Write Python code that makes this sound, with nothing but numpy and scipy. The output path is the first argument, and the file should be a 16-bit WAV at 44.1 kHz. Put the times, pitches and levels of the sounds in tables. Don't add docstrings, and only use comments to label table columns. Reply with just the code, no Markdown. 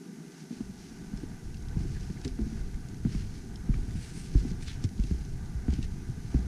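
import sys
import numpy as np
from scipy import signal
from scipy.fft import rfft, irfft, next_fast_len
from scipy.io import wavfile

SR = 44100
rng = np.random.default_rng(int(sys.argv[2]) if len(sys.argv) > 2 else 0)


def file_out(sig):
    cols = np.atleast_2d(sig).T
    lim = np.clip(cols, -1, 1)
    pcm = np.round(lim * 32767).astype(np.int16)
    wavfile.write(sys.argv[1], SR, pcm)


def nominal_scale(level):
    x = np.asarray(level, float) / 20
    return 10 ** x


N = 285327


def rms_one(x):
    return x / np.sqrt(np.mean(x ** 2) + 1e-20)


def band(x, low_hz, high_hz, order):
    return signal.sosfilt(signal.butter(order, [low_hz, high_hz], "band", fs=SR, output="sos"), x)


def drift(rate_hz):
    r = np.exp(-80 * np.pi * rate_hz / SR)
    slow = signal.lfilter([1], [1, -2 * r, r * r], rng.standard_normal(N // 40 + 2002))[2000:]
    return np.interp(np.arange(N) / 40, np.arange(len(slow)), rms_one(slow))


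def coloured(spectrum):
    hz, db = np.transpose(spectrum)
    size = next_fast_len(N)
    log_hz = np.log(np.fft.rfftfreq(size, 1 / SR) + 1)
    shape_db = np.interp(log_hz, np.log(hz), db, left=-90, right=-90)
    noise = rfft(rng.standard_normal(size)) * nominal_scale(shape_db)
    return rms_one(irfft(noise, size)[:N])


def add(out, s, sound):
    at = round(s * SR)
    out[at:at + len(sound)] += sound[:N - at]


def peak_one(x):
    return x / np.abs(x).max()


def ring(hz, t60_s, rise_s, glide=0.0):
    t = np.arange(SR // 3) / SR
    turns = hz * (t + glide * 0.0046 * (1 - np.exp(-t / 0.004)))
    return np.sin(2 * np.pi * turns) * nominal_scale(-60 * t / t60_s) * (1 - np.exp(-t / rise_s))


# (frequency [Hz], level [dB per Hz])
LEAVES = [(280, -44), (480, 5), (558, -2), (737, -1.5), (958, -7), (1090, -16), (1180, -6), (1300, -14.5),
          (1510, -4), (1870, -15), (2040, -12), (2540, -21), (3200, -31.5), (4160, -21), (7040, -120)]
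# (frequency [Hz], level [dB per Hz])
TREETOP_HISS = [(1880, -31), (3200, -10.5), (5510, -1.5), (6360, 0.5), (7670, -9), (10300, -7),
                (13100, -17), (15000, -15)]


def forest():
    rustle = nominal_scale(1.56 * drift(2.9)) * nominal_scale(-57) * coloured(LEAVES)
    hiss = nominal_scale(-63) * coloured(TREETOP_HISS)
    tone = np.sqrt(2) * nominal_scale(-79) * np.sin(2 * np.pi * 2000 * np.arange(N) / SR)
    return rustle + hiss + tone


# (low edge [Hz], high edge [Hz])
WEAVE_BANDS = [
    (1400, 3260),
    (4000, 6570),
    (7100, 9660),
]
# (peak time [s], rise [s], fall [s], level [dB])
SLEEVE_RUBS = [(.41, 0.15, .07, -60.5), (.52, .05, 0.26, -60), (.79, 0.052, 0.49, -60.5),
               (1.2, .1, 0.33, -66.5), (1.78, 0.027, 0.27, -60), (1.95, .2, 0.092, -59.5),
               (2.04, .1, .3, -60), (2.49, 0.2, .4, -62), (3.13, 0.045, 0.14, -55), (3.37, 0.18, 0.14, -60),
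               (3.57, 0.046, 0.0089, -71), (3.8, .05, 0.26, -66.5), (4.4, 0.19, 0.036, -55),
               (4.5, 0.21, 0.063, -57), (4.85, 0.034, 0.0095, -51), (5.08, 0.18, 0.33, -59),
               (5.9, .05, .6, -69), (6.38, 0.28, 0.14, -60.5)]
# (peak time [s], rise [s], fall [s], level [dB])
SCUFF_RUBS = [
    (1.19, .08, .04, -63),
    (2.255, 0.021, 0.021, -49),
    (2.285, 0.0091, 0.032, -57.5),
    (3.1, .06, 0.12, -59),
    (3.22, 0.19, 0.032, -56),
    (3.75, .07, 0.027, -58.5),
    (4.68, 0.029, 0.035, -47),
    (4.705, 0.018, 0.099, -52.5),
    (5.73, 0.048, 0.08, -52),
    (5.84, 0.032, .03, -52.5),
]
# (peak time [s], rise [s], fall [s], level [dB])
NEEDLE_RUBS = [
    (4.05, 0.22, 0.17, -56),
    (4.18, 0.13, 0.12, -57),
    (4.26, 0.1, 0.027, -57),
    (4.63, 0.031, 0.026, -53.5),
]


def clothes():
    grains = rng.standard_normal((2, N)) * nominal_scale(1.76 * drift(146))
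    t = np.arange(N) / SR
    rub_depth_db = 14
    power = np.outer(nominal_scale((-68, -71, -72.5)) ** 2, np.ones(N))
    kinds = [(SLEEVE_RUBS, (-3, 0.4, -10.5)),      # low, middle, bright [dB]
             (SCUFF_RUBS, (-1.7, -2.5, -12)),
             (NEEDLE_RUBS, (-0.7, 0, -2.7))]
    for rubs, weave_db in kinds:
        effort = np.zeros(N)
        for s, rise_s, fall_s, db in rubs:
            away = np.maximum((s - t) / rise_s, (t - s) / fall_s)
            effort += nominal_scale(db - rub_depth_db * away) ** 2
        power += np.outer(nominal_scale(weave_db) ** 2, effort)
    out = np.zeros(N)
    for k, (low_hz, high_hz) in enumerate(WEAVE_BANDS):
        weave = rms_one(band(grains[k % 2], low_hz, high_hz, order=2))
        out += np.sqrt(power[k]) * weave
    return out


# (time [s], length [s], pitch [Hz], width [Hz], level [dB])
SQUEAK_EVENTS = [
    (0.944, 0.031, 2010, 900, -66),
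    (1.965, 0.028, 1800, 260, -57.5),
    (2.175, 0.008, 1900, 700, -56),
    (3.505, 0.0074, 1910, 255, -67),
    (3.742, 0.005, 1810, 1090, -47),
    (4.193, 0.08, 8900, 1590, -58),
    (4.691, 0.038, 3750, 980, -49.5),
    (5.791, 0.093, 800, 215, -65),
    (6.359, 0.12, 680, 135, -57),
]


def squeaks():
    out = np.zeros(N)
    for s, length_s, hz, width_hz, db in SQUEAK_EVENTS:
        noise = rng.standard_normal(SR // 4)
        narrow = rms_one(band(noise, hz - width_hz / 2, hz + width_hz / 2, order=2))
        swell = np.hanning(round(2 * length_s * SR))
        add(out, s - length_s, nominal_scale(db) * swell * narrow[-len(swell):])
    return out


# (time [s], peak level [dB], ring pitch [Hz])
TICK_EVENTS = [(0.3192, -38, 6220), (1.1736, -30.5, 5170), (1.544, -32.5, 2700), (1.5705, -36, 5130),
               (1.623, -37.5, 6400), (1.685, -33, 5270), (2.008, -35, 5920), (2.2149, -30, 5400),
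               (2.248, -23, 3960), (2.2785, -23.5, 5100), (2.744, -33, 2100), (2.886, -36, 6740),
               (2.9442, -37, 2000), (3.558, -29, 5400), (3.7399, -40, 2320), (3.909, -34, 1980),
               (4.5156, -33, 6160), (4.6247, -29, 2390), (4.669, -41, 3690), (4.84, -19.5, 5550),
               (4.89, -35, 2090), (4.9796, -36, 4790), (4.998, -35, 2190), (5.038, -29, 2670),
               (5.25, -36, 6230), (5.459, -38, 6780), (5.7049, -34, 2260), (5.738, -26.5, 3060),
               (5.828, -24.5, 2730)]


def ticks():
    t60_s = 0.017
    out, t = np.zeros(N), np.arange(SR // 20) / SR
    for s, db, hz in TICK_EVENTS:
        trail = rng.standard_normal(len(t)) * nominal_scale(-60 * t / t60_s)
        snap = peak_one(band(2.7 * (t == 0) + trail, 3050, 7100, order=3))
        tone = ring(hz, t60_s, 0.00027)[:len(t)]
        add(out, s, nominal_scale(db - 6.0) * (0.35 * tone + 0.56 * snap))
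    return out


def roll(rest_db, top_db, swell_s):
    power, t = np.full(N, nominal_scale(2 * rest_db)), np.arange(SR) / SR / swell_s
    for s, db, _, thud_db in HEEL_BLOWS:
        swell = (t * np.exp(1 - t)) ** 2
        add(power, s, nominal_scale(2 * top_db + db + thud_db + 25) * swell)
    return np.sqrt(power)


# (frequency [Hz], level [dB per Hz])
DEEP_RUMBLE = [(8.8, -44), (15, 2), (59, -2), (118, -6), (140, -3.5), (180, -47), (310, -120)]
# (frequency [Hz], level [dB per Hz])
HOLLOW_RUMBLE = [(53, -75), (90, -43), (161, 0.5), (286, -9), (328, -12.5), (398, -10.5), (445, -19.5),
                 (495, -29), (620, -21), (810, -48), (1360, -120)]


def rumble():
    deep = roll(rest_db=-40, top_db=-35, swell_s=0.089) * nominal_scale(1.73 * drift(4.6)) * coloured(DEEP_RUMBLE)
    hollow_roll = roll(rest_db=-45.5, top_db=-45, swell_s=0.077)
    return deep + hollow_roll * nominal_scale(1.26 * drift(15)) * coloured(HOLLOW_RUMBLE)


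# (time [s], peak level [dB], pitch [Hz])
BEARER_SHAKES = [(1.141, -20, 42), (1.235, -24.5, 88.8), (1.551, -35.5, 65), (1.771, -24, 52.7),
                 (2.101, -35, 57.3), (2.317, -28, 38), (2.417, -21.5, 50), (2.61, -24.5, 44),
                 (2.749, -27, 38), (3.056, -26, 46.7), (3.157, -24, 38), (3.179, -24.5, 44),
                 (3.698, -15.5, 39), (3.768, -20.5, 37.4), (3.879, -27.5, 68.8), (4.357, -10, 47.8),
                 (4.518, -29.5, 37.7), (4.844, -22.5, 85.8), (5, -15.5, 45.8), (5.114, -19.5, 62),
                 (5.14, -32, 39.4), (5.209, -25.5, 44), (5.551, -25, 62), (5.69, -16, 65), (5.791, -32, 55),
                 (6.352, -14, 59.3)]


def bearers():
    out = np.zeros(N)
    for s, db, hz in BEARER_SHAKES:
        bearer = peak_one(ring(hz, 0.21, 0.0015, glide=0.72))
        add(out, s - 0.002, nominal_scale(db - 3.0) * bearer)
    return out


# (time [s], peak level [dB], lowest mode [Hz], thud over plank [dB])
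HEEL_BLOWS = [
    (0.506, -31, 220, 2.5),
    (1.132, -30.5, 194, 1.5),
    (1.763, -28.5, 170, 0.5),
    (2.388, -23, 225, -17),
    (3.049, -20.5, 191, -6.5),
    (3.689, -25.5, 207, 2),
    (4.35, -23, 259, -2),
    (4.991, -24, 184, -15),
    (5.681, -20.5, 227, -8),
    (6.343, -20, 244, -2.5),
]
# (time [s], peak level [dB], lowest mode [Hz])
TOE_BLOWS = [
    (0.605, -24.5, 217),
    (1.232, -28, 259),
    (1.849, -31.5, 250),
    (2.461, -32, 223),
    (3.147, -22, 167),
    (3.783, -34, 196),
    (4.449, -26, 227),
    (5.11, -24, 163),
    (5.785, -27, 228),
]
# (time [s], peak level [dB], lowest mode [Hz], thud over plank [dB])
STRAY_BLOWS = [(0.523, -31, 223, -20), (0.692, -39, 192, -16), (0.914, -38, 218, -11),
               (1.546, -43.5, 169, 4), (1.803, -29.5, 173, -5), (1.815, -31, 151, -9),
               (2.099, -28, 178, -17), (2.249, -26.5, 265, -8), (2.262, -31, 270, -8),
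               (2.411, -29.5, 216, -22), (2.521, -31.5, 226, -22), (3.063, -25, 229, -11),
               (3.737, -34.5, 215, -2), (3.874, -35.5, 214, -16), (3.952, -31.5, 167, -2),
               (4.512, -29.5, 182, -22), (4.839, -26, 235, 2), (5.036, -34, 235, -6),
               (5.729, -27.5, 185, -27), (6.088, -31.5, 168, 0.5), (6.174, -33, 190, -22),
               (6.239, -37, 164, 3.5), (6.387, -30, 196, -15)]


def blows():
    toe_thud_db = -13.5
    return HEEL_BLOWS + [row + (toe_thud_db,) for row in TOE_BLOWS] + STRAY_BLOWS


# (ratio to lowest mode [1], level [dB], ring time ratio [1])
PLANK_MODES = [
    (0.954, 6, 1),
    (1.453, -5, 0.73),
    (1.923, -13.5, 0.28),
]


def plank_knock(hz, t60_s, contact_s, luck):
    modes = [nominal_scale(mode_db + 5.3 * k) * ring(hz * ratio, t60_s * share, 0.69 * contact_s, glide=0.5)
             for (ratio, mode_db, share), k in zip(PLANK_MODES, luck)]
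    return peak_one(sum(modes))


def boots():
    out, t = np.zeros(N), np.arange(SR // 3) / SR
    crack = band(rng.standard_normal(N), 480, 2000, order=2)
    for s, db, hz, thud_db in blows():
        luck = rng.standard_normal(len(PLANK_MODES))
        contact_s = 0.0026 * np.exp(-0.0317 * (db + 21))
        t60_s = 0.15 if 2.2 < s < 2.55 else 0.056
        plank = plank_knock(hz, t60_s, contact_s, luck)
        hardness = (0.0035 / contact_s) ** 2
        grit = np.resize(crack[round(s * SR):], len(t))
        sole = hardness * nominal_scale(-19.0) * grit * np.exp(-t / 0.0028)
        add(out, s + 0.000995, nominal_scale(db) * (sole - plank))
        thud = peak_one(ring(112 * (1 + 0.05 * luck[0]), 0.056, 0.0022, glide=0.19))
        add(out, s + 0.00574, nominal_scale(db + thud_db + 5.0) * thud)
    return out


def scene():
    return (forest() + clothes() + squeaks() + ticks() + rumble() + bearers() + boots())[None]


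# (frequency [Hz], width [Hz], level left [dB])
HOUSING_NOTCHES = [
    (562, 297, -43.5),
    (1104, 140, -2),
]


def housing(sound):
    for hz, width_hz, db in HOUSING_NOTCHES:
        w, a = 2 * np.pi * hz / SR, np.pi * width_hz / SR
        left = a * nominal_scale(db)
        sound = signal.lfilter([1 + left, -2 * np.cos(w), 1 - left], [1 + a, -2 * np.cos(w), 1 - a], sound)
    return sound


# (time [s], level [dB])
BASS_OPENING = [
    (0, -38),
    (.52, -34),
    (.62, -13.5),
    (.8, -14),
    (1.08, -8),
    (1.2, -7.5),
    (1.5, -1),
    (2.0, 1),
    (6.47, 1),
]


def wind_filter(sound):
    cut = signal.sosfiltfilt(signal.butter(8, 145, "high", fs=SR, output="sos"), sound)
    s, db = np.transpose(BASS_OPENING)
    opened = nominal_scale(np.interp(np.arange(N) / SR, s, db))
    return opened * sound + (1 - opened) * cut


def top_cut(x):
    return signal.sosfilt(signal.butter(12, 15190, fs=SR, output="sos"), x)


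def record(dry):
    heard = wind_filter(housing(dry))
    mix = signal.sosfilt(signal.cheby2(12, 60, 15600, fs=SR, output="sos"), heard)
    return top_cut(mix)


dry = scene()
out = record(dry)
file_out(out)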